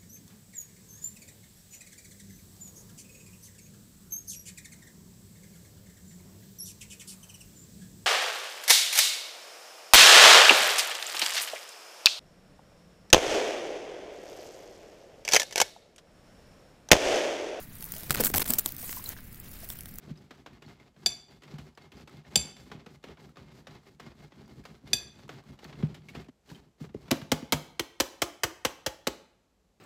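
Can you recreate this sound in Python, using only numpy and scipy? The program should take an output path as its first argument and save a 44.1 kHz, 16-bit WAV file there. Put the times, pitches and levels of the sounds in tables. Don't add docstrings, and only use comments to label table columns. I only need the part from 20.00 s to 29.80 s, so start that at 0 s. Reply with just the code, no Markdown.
import sys
import numpy as np
from scipy import signal
from scipy.fft import rfft, irfft
from scipy.io import wavfile

SR = 44100
rng = np.random.default_rng(int(sys.argv[2]) if len(sys.argv) > 2 else 0)


def volts_from_db(level):
    exponent = np.asarray(level, float) / 20
    return 10 ** exponent


def unload_wav(signal):
    wavfile.write(
        sys.argv[1],
        SR,
        np.round(np.clip(np.atleast_2d(signal).T, -1, 1) * 32767).astype(np.int16),
    )


N = 432180


def rms_one(x):
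    return x / np.sqrt(np.mean(x ** 2) + 1e-20)


def at_hz(points, hz):
    points = np.array(points)
    return np.interp(np.log(hz), np.log(points[:, 0]), points[:, 1])


def colour(x, spectrum):
    hz = np.linspace(1, SR / 2, 4097)
    level_db = np.clip(at_hz(spectrum, hz), -80, 20)
    cepstrum = irfft(np.log(volts_from_db(level_db)))
    cepstrum[1:4096] *= 2
    cepstrum[4097:] = 0
    response = irfft(np.exp(rfft(cepstrum)))
    return signal.oaconvolve(x, response / np.linalg.norm(response))[:N]


def drift(rate):
    steps = rng.standard_normal(2000)
    return np.interp(np.arange(N) * rate / SR, np.arange(len(steps)), steps)


def ring(clicks, hz, t60):
    radius = volts_from_db(-60 / (t60 * SR))
    turn = 2 * np.pi * hz / SR
    return signal.lfilter([0, np.sin(turn)], [1, -2 * radius * np.cos(turn), radius ** 2], clicks + 1e-18)


def strike(modes, times, levels_db, spread_db, rise_s=1e-5, rough=0., tilts_db=None, choke_s=None,
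           waver_per_s=130):
    out = np.zeros(N + 2 * SR)
    luck = rng.standard_normal((len(times), len(modes), 202))
    blow_tilts_db = np.zeros(len(times)) if tilts_db is None else tilts_db
    for s, level_db, draws, tilt_db in zip(times, levels_db, luck, blow_tilts_db):
        for (hz, db, t60), draw in zip(modes, draws):
            length_s = min(t60 * 1.2, .7, 3 * (choke_s or 1))
            t = np.arange(int(length_s * SR)) / SR
            phase = 2 * np.pi * hz * t
            wave = np.sin(phase)
            if rough:
                a, b = (np.interp(t * waver_per_s, np.arange(100), w) for w in draw[2:].reshape(2, -1))
                share = np.clip(rough, 0, 1) * (1 - np.exp(-t / 0.01))
                wave = (1 - share + .7 * share * a) * wave + .7 * share * b * np.cos(phase)
            side = draw[1] if tilts_db is None else draws[int(hz / 1000), 1]
            gain_db = level_db + db + spread_db * draw[0] + tilt_db * np.log2(hz / 5000) - 60 * t / t60
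            if choke_s:
                gain_db = gain_db - 9 * (t / choke_s) ** 3
            i = int(s * SR)
            out[i:i + len(t)] += np.sign(side) * volts_from_db(gain_db) * (1 - np.exp(-t / rise_s)) * wave
    return out[:N]


def grains(per_s, size_db):
    sizes = volts_from_db(size_db * np.minimum(rng.exponential(1, N), 4)) * rng.choice([-1, 1], N)
    return rms_one(sizes * (rng.random(N) < per_s / SR))


def contact(events, spectrum, rise_s, fall_s, level_db, shiver_s, shiver_db):
    split_hz = 3000
    t = np.arange(SR // 3) / SR
    rush_and_shiver = np.exp(-t / fall_s) + volts_from_db(shiver_db) * np.exp(-t / shiver_s)
    shape = (1 - np.exp(-t / rise_s)) * rush_and_shiver
    body, top = np.zeros(N), np.zeros(N)
    for (s, db, thud_db, top_db, *_), noise in zip(events, rng.standard_normal((len(events), len(t)))):
        i = int(s * SR)
        body[i:i + len(t)] += volts_from_db(db + level_db) * shape * noise
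        top[i:i + len(t)] += volts_from_db(db + level_db + top_db + 9.0) * shape * noise
    low = signal.sosfilt(signal.butter(1, split_hz, fs=SR, output="sos"), body)
    high = signal.sosfilt(signal.butter(1, split_hz, "high", fs=SR, output="sos"), top)
    return colour(low + high, spectrum)


# (frequency [Hz], level [dB per Hz])
AIR_SPECTRUM = [(15, -31.5), (25, -5.5), (48, -2.5), (60, -9), (146, -18.5), (177, -9.5), (273, -18.5),
                (510, -19), (1550, -32), (7710, -36.5), (13300, -38.5), (14400, -50.5), (16500, -52.5)]


def room_air():
    return volts_from_db(-69.5) * colour(rng.standard_normal(N), AIR_SPECTRUM)


# (start [s], length [s], fastest point [share of the way], pace [dB], weight on counter [dB])
PULL_STROKES = [(0.0, 0.15, 0.29, -70.5, -50), (0.31, 0.14, 0.54, -74, -56), (0.625, 0.14, 0.56, -71, -52),
                (0.955, 0.27, 0.26, -70.5, -56.5), (1.27, 0.13, 0.68, -71, -56),
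                (1.585, 0.14, 0.11, -68, -52), (1.92, 0.13, 0.79, -69, -51),
                (2.25, 0.22, 0.69, -64.5, -48.5), (2.565, 0.18, 0.18, -65.5, -54.5),
                (2.86, 0.12, 0.71, -70, -57), (3.17, 0.16, 0.3, -70, -53.5),
                (3.5, 0.14, 0.58, -68.5, -54.5), (3.8, 0.17, 0.6, -71.5, -57.5),
                (4.15, 0.15, 0.46, -70.5, -53), (4.47, 0.17, 0.6, -70, -52), (4.83, 0.15, 0.63, -67.5, -47),
                (5.12, 0.16, 0.59, -70, -51.5), (5.44, 0.13, 0.52, -70, -51), (5.73, 0.21, 0.23, -71, -48),
                (6.03, 0.13, 0.59, -69, -54.5)]
# (start [s], length [s], fastest point [share of the way], pace [dB], weight on counter [dB])
PUSH_STROKES = [(0.15, 0.14, 0.25, -71, -56), (0.465, 0.14, 0.62, -77.5, -54), (0.78, 0.13, 0.65, -78, -57),
                (1.1, 0.16, 0.21, -85.5, -72), (1.42, 0.15, 1, -70, -52.5), (1.775, 0.11, 0.63, -72, -53),
                (2.075, 0.14, 0.49, -69.5, -51.5), (2.4, 0.15, 0.21, -67.5, -50.5),
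                (2.715, 0.12, 0.4, -76, -49), (3.04, 0.12, 0.37, -72, -51),
                (3.365, 0.14, 0.2, -72.5, -55.5), (3.67, 0.14, 0.36, -71.5, -52.5),
                (4.0, 0.14, 0.38, -72, -54), (4.32, 0.17, 0.37, -73.5, -53.5),
                (4.65, 0.15, 0.52, -69.5, -54), (4.97, 0.14, 0.54, -73, -53), (5.29, 0.13, 0.45, -68, -51),
                (5.59, 0.16, 0.41, -68, -53), (5.88, 0.13, 0.57, -79, -52.5), (6.145, 0.11, 0.1, -66, -47)]
# (start [s], length [s], fastest point [share of the way], pace [dB], weight on counter [dB])
SLIDES = [
    (6.45, 0.14, 0.68, -65.5, -55),
    (6.575, 0.13, 0.13, -79.5, -61.5),
    (6.795, 0.098, 0.15, -64.5, -52),
    (6.95, 0.3, 0.18, -73.5, -56.5),
]
PULL_BITE_DB, PUSH_BITE_DB, SLIDE_BITE_DB = 2, 5.5, 1
RASP_FROM_PACE = 0.65
RASP_POWER, RUMBLE_POWER, HISS_POWER = 0.81, 0.8, 1
CREEP, CREEP_S = 0.13, 0.014


def motion():
    t = np.arange(N) / SR
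    gains = np.zeros((3, N))
    powers = [RASP_POWER, RUMBLE_POWER, HISS_POWER]
    for table, bite_db in [(PULL_STROKES, PULL_BITE_DB), (PUSH_STROKES, PUSH_BITE_DB), (SLIDES, SLIDE_BITE_DB)]:
        for s, length, fastest, pace_db, weight_db in table:
            span = slice(max(int((s - CREEP_S) * SR), 0), int((s + length + CREEP_S) * SR))
            turns = s + length * np.array([0, np.clip(fastest, .05, .95), 1])
            arc = np.interp(t[span], turns, [0, np.pi / 2, np.pi])
            speed = CREEP + np.sin(arc).clip(0)
            rasp_db = bite_db + RASP_FROM_PACE * pace_db + (1 - RASP_FROM_PACE) * weight_db
            for gain, db, power in zip(gains, [rasp_db, weight_db, pace_db], powers):
                gain[span] += volts_from_db(db) * speed ** power
    return gains


# (frequency [Hz], level [dB], t60 [s])
TEETH_MODES = [(847, 1, 0.06), (1157, -5, 0.0073), (1810, -6.5, 0.073), (2134, 1, 0.27), (2120, -4.5, 0.03),
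               (2710, -11, .05), (3320, -0.5, 0.086), (4900, -5, 0.075)]
# (frequency [Hz], level [dB per Hz])
RASP_SPECTRUM = [(180, -33), (300, -11), (400, 2.5), (441, -10.5), (764, -10.5), (3100, -18.5), (4550, -20),
                 (8000, -36), (10400, -58.5), (17600, -120)]
# (frequency [Hz], level [dB per Hz])
HISS_SPECTRUM = [(2350, -30), (4000, 0), (6130, -4.5), (9450, -6.5), (15200, -8), (16100, -25),
                 (16500, -43.5)]
# (frequency [Hz], level [dB], t60 [s])
COUNTER_MODES = [(79.1, -8, 0.16), (152, 2, 0.11), (214.8, 7, 0.048), (258, -8, 0.07), (342.8, -6, 0.076)]


def strokes():
    rasp_gain, rumble_gain, hiss_gain = motion()
    judder = drift(60).clip(-2.5, 1.3)
    tearing = grains(2300, size_db=2.3)
    snags = grains(400, size_db=1.0)
    sheet = rms_one(sum(volts_from_db(db) * ring(snags, hz, t60) for hz, db, t60 in TEETH_MODES))
    rasp = colour(tearing + 0.28 * snags + 0.17 * sheet, RASP_SPECTRUM) * rasp_gain * volts_from_db(4.7 * judder)
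    hiss = colour(grains(10000, size_db=5.0), HISS_SPECTRUM) * hiss_gain * volts_from_db(1.8 * judder)
    jolts = grains(400, size_db=3.0) * rumble_gain * volts_from_db(3.5 + 2 * drift(22))
    rumble = sum(volts_from_db(db - 33) * ring(jolts, hz, 0.79 * t60) for hz, db, t60 in COUNTER_MODES)
    return rasp + hiss + rumble


# (frequency [Hz], t60 [s], level [dB])
KITCHEN_DECAY = [(100, 0.8, -2), (250, 0.7, -4), (400, 0.52, 0), (800, .6, 3), (1500, 0.66, -1),
                 (5000, 0.5, -0.5), (14000, 0.34, 0.5)]


def kitchen(x):
    hz, s, cells = signal.stft(rng.standard_normal(SR), SR, nperseg=512)
    t60 = at_hz([(f, decay) for f, decay, _ in KITCHEN_DECAY], hz + 1)[:, None]
    db = at_hz([(f, level) for f, _, level in KITCHEN_DECAY], hz + 1)[:, None]
    tail = signal.istft(cells * volts_from_db(db - 60 * s / t60), SR, nperseg=512)[1][:SR]
    tail = tail * np.clip((np.arange(SR) / SR - .004) / 0.0028, 0, 1)
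    return signal.oaconvolve(x, tail / np.linalg.norm(tail))[:N]


def thuds(events, level_db):
    s, db, thud_db = np.transpose(events)[:3]
    return strike(COUNTER_MODES, s + 0.0033, db + thud_db + level_db, 0.93)


# (time [s], peak level [dB], thud re peak [dB], top re peak [dB])
GRATER_BUMPS = [(0.104, -51.5, 9.5, -4), (0.962, -51.5, 0, -33), (1.583, -41, 1.5, -6),
                (2.861, -41, -2.5, -10.5), (3.084, -42.5, -13, -22), (3.369, -39.5, -16, -16),
                (4.062, -44, 3, -14), (4.533, -68, 1.5, -32), (5.589, -47.5, -13, -6),
                (5.647, -39.5, -2, -16), (5.726, -38.5, -11.5, -26), (5.825, -35, 9, -26.5),
                (5.944, -52, -14, 6.5), (6.284, -47.5, -5, -11), (6.807, -55.5, 15.5, -18),
                (6.84, -44.5, 3, -19.5), (6.891, -50, 5, -25.5), (6.945, -53.5, 15.5, -6),
                (7.08, -42, -5, -12.5), (7.108, -17.5, -8.5, -8), (7.214, -37, 0.5, -9.5),
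                (7.422, -42, 2.5, -21.5)]
# (time [s], peak level [dB], top re peak [dB])
BLOCK_TAPS = [(0.307, -37, -12), (0.461, -35, -15), (0.621, -42, -9), (0.798, -53, -7), (1.42, -47.5, -7),
              (1.433, -44.5, -6.5), (1.774, -39.5, -17), (1.918, -44.5, -6), (2.074, -42.5, -7.5),
              (2.249, -53, -33), (2.565, -50.5, 1), (2.6988, -52, -9.5), (5.4869, -51.5, -10.5),
              (5.9466, -48, -7.5), (1.5388, -47, -8), (3.099, -47, -15), (2.715, -33.5, -15),
              (3.028, -55, -5), (3.039, -36.5, -12), (3.357, -48, -12), (3.171, -47, -19),
              (3.669, -36.5, -10.5), (3.997, -37.5, -9), (4.319, -46, -19.5), (4.652, -38.5, -6.5),
              (4.873, -54.5, 6), (5.291, -33, -11.5), (6.086, -63, 16.5), (6.149, -32, -20),
              (6.458, -65.5, 0.5), (6.499, -53.5, 5.5)]
# (frequency [Hz], level [dB per Hz])
TAP_SPECTRUM = [(150, -28.5), (250, -2.5), (3410, -13), (8480, -27.5), (15100, -30), (16500, -55)]


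def taps():
    thud_db = -18.5
    landings = [(s, db, thud_db, top_db) for s, db, top_db in BLOCK_TAPS] + GRATER_BUMPS
    touch = contact(landings, TAP_SPECTRUM, .0012, 0.0059, level_db=-4.0, shiver_s=0.034, shiver_db=-13.0)
    return touch + thuds(landings, level_db=-4.5)


# (time [s], peak level [dB], pitch [Hz], t60 [s])
DULL_KNOCKS = [(0.105, -28.5, 152, 0.069), (1.534, -31, 148, 0.14), (2.361, -25.5, 156.7, 0.051),
               (5.829, -15.5, 149.3, 0.11), (6.285, -35.5, 252, 0.069), (6.512, -33.5, 163, 0.083),
               (6.807, -33, 151.5, 0.13), (6.946, -25, 215, 0.061), (6.945, -31.5, 406, 0.062),
               (6.843, -36.5, 420, 0.043), (7.082, -42, 166.5, 0.055), (6.81, -37, 300, .06),
               (6.947, -33.5, 280, 0.069), (6.52, -41.5, 270, .08), (2.863, -42, 480, .06),
               (3.09, -43, 446, 0.085), (9.075, -38, 60, .09), (2.362, -34.5, 62, .15),
               (1.93, -43, 75, .15), (7.116, -18, 310, 0.056), (7.117, -21.5, 660, 0.06),
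               (7.526, -26.5, 597, 0.095), (7.526, -28, 940, 0.094), (7.32, -30, 670, .07),
               (8.437, -33, 480, .1), (8.865, -38.5, 457.4, 0.098), (7.323, -26, 156, 0.15),
               (7.534, -25, 150, 0.2), (1.0603, -28.5, 375, 0.04), (1.0605, -27, 700, 0.038),
               (2.358, -33, 625, .1), (2.358, -25.5, 800, 0.052), (4.9295, -50, 610, 0.022),
               (7.221, -35.5, 200, 0.097), (7.424, -33.5, 250, .1)]


def knocks():
    rings = 0
    for s, db, hz, t60 in DULL_KNOCKS:
        notes = [(hz, -2.5, t60), (1.6 * hz, -10, .5 * t60), (2.7 * hz, -13, 0.29 * t60)]
        rings = rings + strike(notes, [s], [db], 0, 0.0005)
    return signal.sosfilt(signal.butter(2, 900, fs=SR, output="sos"), rings)


# (time [s], peak level [dB], pitch [Hz])
TOOTH_PINGS = [(0.157, -57, 3830), (0.175, -48.5, 5050), (0.6634, -50.5, 4340), (0.7058, -48.5, 2080),
               (0.7986, -48, 2130), (1.599, -52, 1950), (2.2495, -49.5, 1810), (3.177, -56, 2190),
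               (3.709, -51, 4020), (4.4044, -60, 2210), (4.459, -56, 4720), (5.7543, -52, 2710),
               (6.025, -62, 2150), (6.086, -39.5, 2200), (6.0915, -41, 2230), (4.8723, -51, 2150),
               (2.5666, -50, 3500), (3.182, -50, 1000), (7.799, -40, 3140), (1.438, -46, 1990),
               (1.97, -49.5, 5000), (1.821, -54, 4500), (6.137, -50, 1870), (6.548, -46, 3120),
               (6.556, -51, 3080), (6.554, -54, 2500), (6.6004, -70, 1797)]


def pings():
    out = 0
    for s, db, hz in TOOTH_PINGS:
        out = out + strike([(hz, -4, .035), (1.22 * hz, -9, .02), (1.63 * hz, -12, .012)], [s], [db], 1)
    return out


# (time [s], peak level [dB], pitch [Hz])
TOOTH_CATCHES = [(0.5327, -52, 1798), (1.751, -55, 5040), (1.7742, -48, 1120), (2.0944, -48, 1270),
                 (2.1694, -48, 3500), (2.9576, -53, 2090), (3.292, -52, 1305), (3.833, -57, 1227),
                 (3.9473, -59, 2250), (4.1521, -57.5, 1205), (4.4779, -50, 968), (4.639, -48, 1684),
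                 (4.828, -61, 968), (5.2793, -47.5, 965), (5.4377, -53, 1120), (5.643, -39, 4382),
                 (5.87, -54, 2476), (6.0977, -45, 2680), (6.2451, -53.5, 2510), (6.4916, -48.5, 2971),
                 (6.515, -43, 970), (6.943, -51.5, 2020)]
# (frequency [Hz], level [dB per Hz])
SNAP_SPECTRUM = [(300, -8), (1500, -6.5), (4000, 0), (7000, -5), (15000, -4.5), (16500, -17)]


def catches():
    snags = [(s, db, 0, -11) for s, db, _ in TOOTH_CATCHES]
    out = contact(snags, SNAP_SPECTRUM, .0005, 0.0032, level_db=-8.5, shiver_s=.015, shiver_db=-15)
    for s, db, hz in TOOTH_CATCHES:
        out = out + strike([(hz, -5, .03), (1.4 * hz, -9, .02)], [s], [db], 0.99)
    return out


# (time [s], peak level [dB], thud re peak [dB], top re peak [dB], ring tilt [dB per octave])
FOOT_CLINKS = [
    (1.0602, -8.5, -31, -5.5, 0.5),
    (2.3567, -4, -29.5, -6, 3),
    (4.9318, -6.5, -31, -6, 2),
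]
# (frequency [Hz], level [dB per Hz])
CRACK_SPECTRUM = [(240, -37.5), (400, -7), (1290, -18.5), (4680, -9.5), (14800, -26.5), (16500, -43.5)]
PLATE_PITCHES = [1660, 2250, 2525, 2605, 3080, 3490, 3524, 4652, 4712, 4930, 5925, 6115, 6955, 7368, 8043,
                 8328, 8926, 9954, 10655, 12465, 13020, 13670, 14410, 15190]
PLATE_DECAYS = [0.51, .36, 0.23, .19, 0.11, .36, 0.25, .31, .26, .4, .33, 0.29, .18, .4, .15, .2, .24, .24,
                .45, .34, .2, .24, .2, .14]
# (level of each mode [dB]), clink by clink
PLATE_LEVELS = [
    (-29.0, -18.0, -15.0, -16.0, -18.0, -15.0, -3.0, 2.0, -4.0, -25.0, -4.0, -15.0, -10.0, -8.0, -14.0, -16.0, -9.0, -27.0, -10.0, -14.0, -18.0, -26.0, -21.0, -25.0),
    (-32.0, -16.0, -14.0, -14.0, -8.0, -9.0, -5.0, -2.0, -7.0, -20.0, -17.0, -8.0, -14.0, -3.0, -12.0, -11.0, -8.0, -26.0, -9.0, -17.0, -17.0, -27.0, -17.0, -33.0),
    (-24.0, -34.0, -10.0, -22.0, -16.0, -12.0, -3.0, 0.0, -12.0, -37.0, -7.0, -9.0, -23.0, -9.0, -23.0, -26.0, -9.0, -35.0, -13.0, -12.0, -30.0, -36.0, -17.0, -34.0),
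]
# (delay [s]), clink by clink
CHOKE_DELAYS = [0.014, .0095, 0.012]
# (clink number [0 = first], delay after it [s], level re it [dB])
FOOT_REBOUNDS = [
    (0, .0105, -15),
    (1, .018, -15),
    (2, .012, -18),
]


def clinks():
    shared_tilt_db, long_rough = -5, .95
    split = 1 + .004 * rng.uniform(-1, 1, len(PLATE_PITCHES))
    crack = contact(FOOT_CLINKS, CRACK_SPECTRUM, 0.00034, 0.003, level_db=-15.0, shiver_s=0.031, shiver_db=-21)
    out = crack + thuds(FOOT_CLINKS, level_db=-4.0)
    for n, ((s, db, _, _, tilt_db), modes_db, choke_s) in enumerate(zip(FOOT_CLINKS, PLATE_LEVELS, CHOKE_DELAYS)):
        modes = list(zip(PLATE_PITCHES, modes_db, PLATE_DECAYS))
        first_ring = [(hz, m, 0.3 * t60) for hz, m, t60 in modes]
        blows = [(0.00039, 0.00046)] + [(late, g) for which, late, g in FOOT_REBOUNDS if which == n]
        for late, g in blows:
            blow_tilt_db = tilt_db + 3.5 + shared_tilt_db * (late > 0)
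            out += strike(first_ring, [s + late + .0001], [db + g - 8.5], 0, .00015,
                          tilts_db=[blow_tilt_db], choke_s=choke_s)
        long_ring = [(hz, m, 0.72 * t60 * (4000 / hz) ** 0.4) for hz, m, t60 in modes]
        twins = [(hz * k, m, 0.85 * t60 * (4000 / hz) ** 0.35) for k, (hz, m, t60) in zip(split, modes)]
        out += strike(long_ring, [s + .001], [db - 24.0], 0, rough=long_rough, tilts_db=[tilt_db])
        out += strike(twins, [s + .001], [db - 23.5], 0, rough=long_rough)
    return out


# (time [s], peak level [dB], thud re peak [dB], top re peak [dB])
HAND_SLAPS = [
    (7.112, -19, -33, -10.5),
    (7.3173, -13.5, -21.5, -13.5),
    (7.5226, -10, -20.5, -10.5),
    (7.7942, -18, -26.5, -13.5),
    (8.0003, -14, -27, -6.5),
    (8.2185, -14.5, -23, -7.5),
    (8.434, -12, -24.5, -11),
    (8.649, -12.5, -24.5, -12.5),
    (8.862, -15, -22, -12.5),
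    (9.0695, -16, -30, -15),
]
# (frequency [Hz], level [dB per Hz])
PALM_SPECTRUM = [(88, -43), (250, -6.5), (1050, -3.5), (4600, -9), (5930, -8.5), (8970, -12.5),
                 (15000, -14.5), (16500, -22)]
# (time [s], peak level [dB])
FINGER_SNAPS = [(7.113, -12), (7.1139, -15.5), (7.1151, -10), (7.318, -11), (7.3217, -8.5), (7.3212, -12),
                (7.5229, -9), (7.523, -10), (7.525, -14.5), (7.7965, -11.5), (7.7981, -15), (7.8002, -21),
                (8.0037, -16), (8.002, -22.5), (8.0078, -7), (8.2208, -11.5), (8.2204, -19.5),
                (8.4358, -11), (8.4355, -13.5), (8.4402, -13), (8.6534, -11), (8.8637, -26), (8.8657, -16),
                (8.8685, -23), (9.0702, -24.5), (9.074, -16), (9.0748, -12)]
# (frequency [Hz], t60 [s])
BOX_NOTES = [(255, 0.084), (340, 0.096), (430, .08), (520, 0.075), (680, .07), (850, .07), (1060, 0.06),
             (1240, 0.038)]
# (level of each note [dB]), slap by slap
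BOX_LEVELS = [(-18.5, -21, -29, -25.5, -32.5, -37, -42, -49.5),
              (-16.5, -31.5, -28, -21.5, -35.5, -32, -36, -42.5),
              (-20, -25, -31, -21, -34, -33.5, -33.5, -47.5),
              (-32.5, -29, -34.5, -36.5, -38.5, -41, -44.5, -47),
              (-35.5, -24, -32.5, -24, -33, -35.5, -26.5, -37.5),
              (-39.5, -27, -33.5, -28.5, -33, -33, -25, -23.5),
              (-40, -29.5, -34.5, -30.5, -36, -35, -32, -35.5),
              (-46.5, -30, -34, -29, -34.5, -36, -29.5, -33),
              (-37, -38.5, -36.5, -30.5, -38, -34.5, -40, -42),
              (-24.5, -22, -26, -21, -30.5, -35, -30, -32)]
HAND_GRIP = [(1.001, 1.1), (1.001, 1.01), (1.001, 1.01), (1.001, 0.96), (1.001, 0.93), (1.001, 1.02),
             (1.001, 0.99), (1.001, 0.91), (1.001, 1.01), (1.001, 0.67)]
# (frequency [Hz], level [dB], t60 [s])
WALL_MODES = [(2310, -13.5, 0.15), (1877, -27.5, .04), (3120, -4, .07), (3230, -3, 0.07),
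              (3350, -5.5, 0.06), (4220, -15, .04)]
# (frequency [Hz], t60 [s])
SHEET_CLANGS = [(2100, .04), (3150, .06), (6000, .04)]
# (level of each clang [dB]), slap by slap
SHEET_LEVELS = [(-40, -30, -43), (-29, -32, -29), (-23, -40, -34), (-42, -28, -47), (-33, -25, -23),
                (-35, -31, -39), (-32, -38, -30), (-27, -26, -37), (-41, -39, -37), (-40, -43, -32)]


def slaps():
    bloom_s, bloom_late_s = 0.0015, 0.001996
    hum_db, hum_longer = -16, 3.6
    rough = .95
    s, db, puff_db, _ = np.transpose(HAND_SLAPS)
    boom, clang = 0, 0
    for at, notes_db, (pitch, length), clangs_db in zip(s, BOX_LEVELS, HAND_GRIP, SHEET_LEVELS):
        notes = [(hz * pitch, g + 3, t60 * length) for (hz, t60), g in zip(BOX_NOTES, notes_db)]
        hum = [(hz, g, hum_longer * t60) for hz, g, t60 in notes[1:]]
        boom = boom + strike(notes, [at + bloom_late_s], [0], 0, bloom_s, rough=0.75, waver_per_s=90)
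        boom = boom + strike(hum, [at + 0.00997], [hum_db], 2.8, 0.0091, rough=rough, waver_per_s=110)
        clangs = [(hz, g, t60) for (hz, t60), g in zip(SHEET_CLANGS, clangs_db)]
        clang = clang + strike(clangs, [at + .001], [3.0], 0, .0015, rough=rough, waver_per_s=500)
    puff = strike([(55.7, 2.0, 0.0098), (111, 12.8, 0.019)], s + 0.004, db + puff_db, 0.74)
    palm = contact(HAND_SLAPS, PALM_SPECTRUM, 0.00066, 0.0071, level_db=-3.5, shiver_s=0.054, shiver_db=-26.5)
    fingers = [(at - .0004, g, 0, -11) for at, g in FINGER_SNAPS]
    snaps = contact(fingers, SNAP_SPECTRUM, .0001, 0.00059, level_db=-0.5, shiver_s=0.0039, shiver_db=-23.5)
    walls = sum(volts_from_db(g - 46.5) * ring(palm, hz, t60) for hz, g, t60 in WALL_MODES)
    return clang + palm + snaps + walls + boom + puff


def scene():
    near = strokes() + taps() + knocks() + pings() + catches() + clinks() + slaps()
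    drop_s = 6.298
    drop_db = np.interp(np.arange(N) / SR - drop_s, [0, .002, .16], [0, -16, 0])
    return (volts_from_db(drop_db) * (near + volts_from_db(-17.0) * kitchen(near)) + room_air())[None]


def top_cut(x):
    return signal.sosfilt(signal.butter(12, 17100, fs=SR, output="sos"), x)


def record(dry):
    step_hz, step_db = 8150, -5
    bass_lag_s, bass_lag_hz = .013, 130
    x = signal.sosfilt(signal.butter(5, 50, "high", fs=SR, output="sos"), dry)
    hz = np.arange(N // 2 + 1) * SR / N
    step = volts_from_db(np.interp(hz, [step_hz - 40, step_hz + 40], [0, step_db]))
    lag = np.exp(-2j * np.pi * bass_lag_s * bass_lag_hz * np.arctan(hz / bass_lag_hz))
    x = irfft(rfft(x) * step * lag, N)
    x = .5 * np.tanh(x / .5)
    x = signal.sosfilt(signal.cheby2(10, 60, 17200, fs=SR, output="sos"), x)
    return top_cut(x)


dry = scene()
out = record(dry)
unload_wav(out)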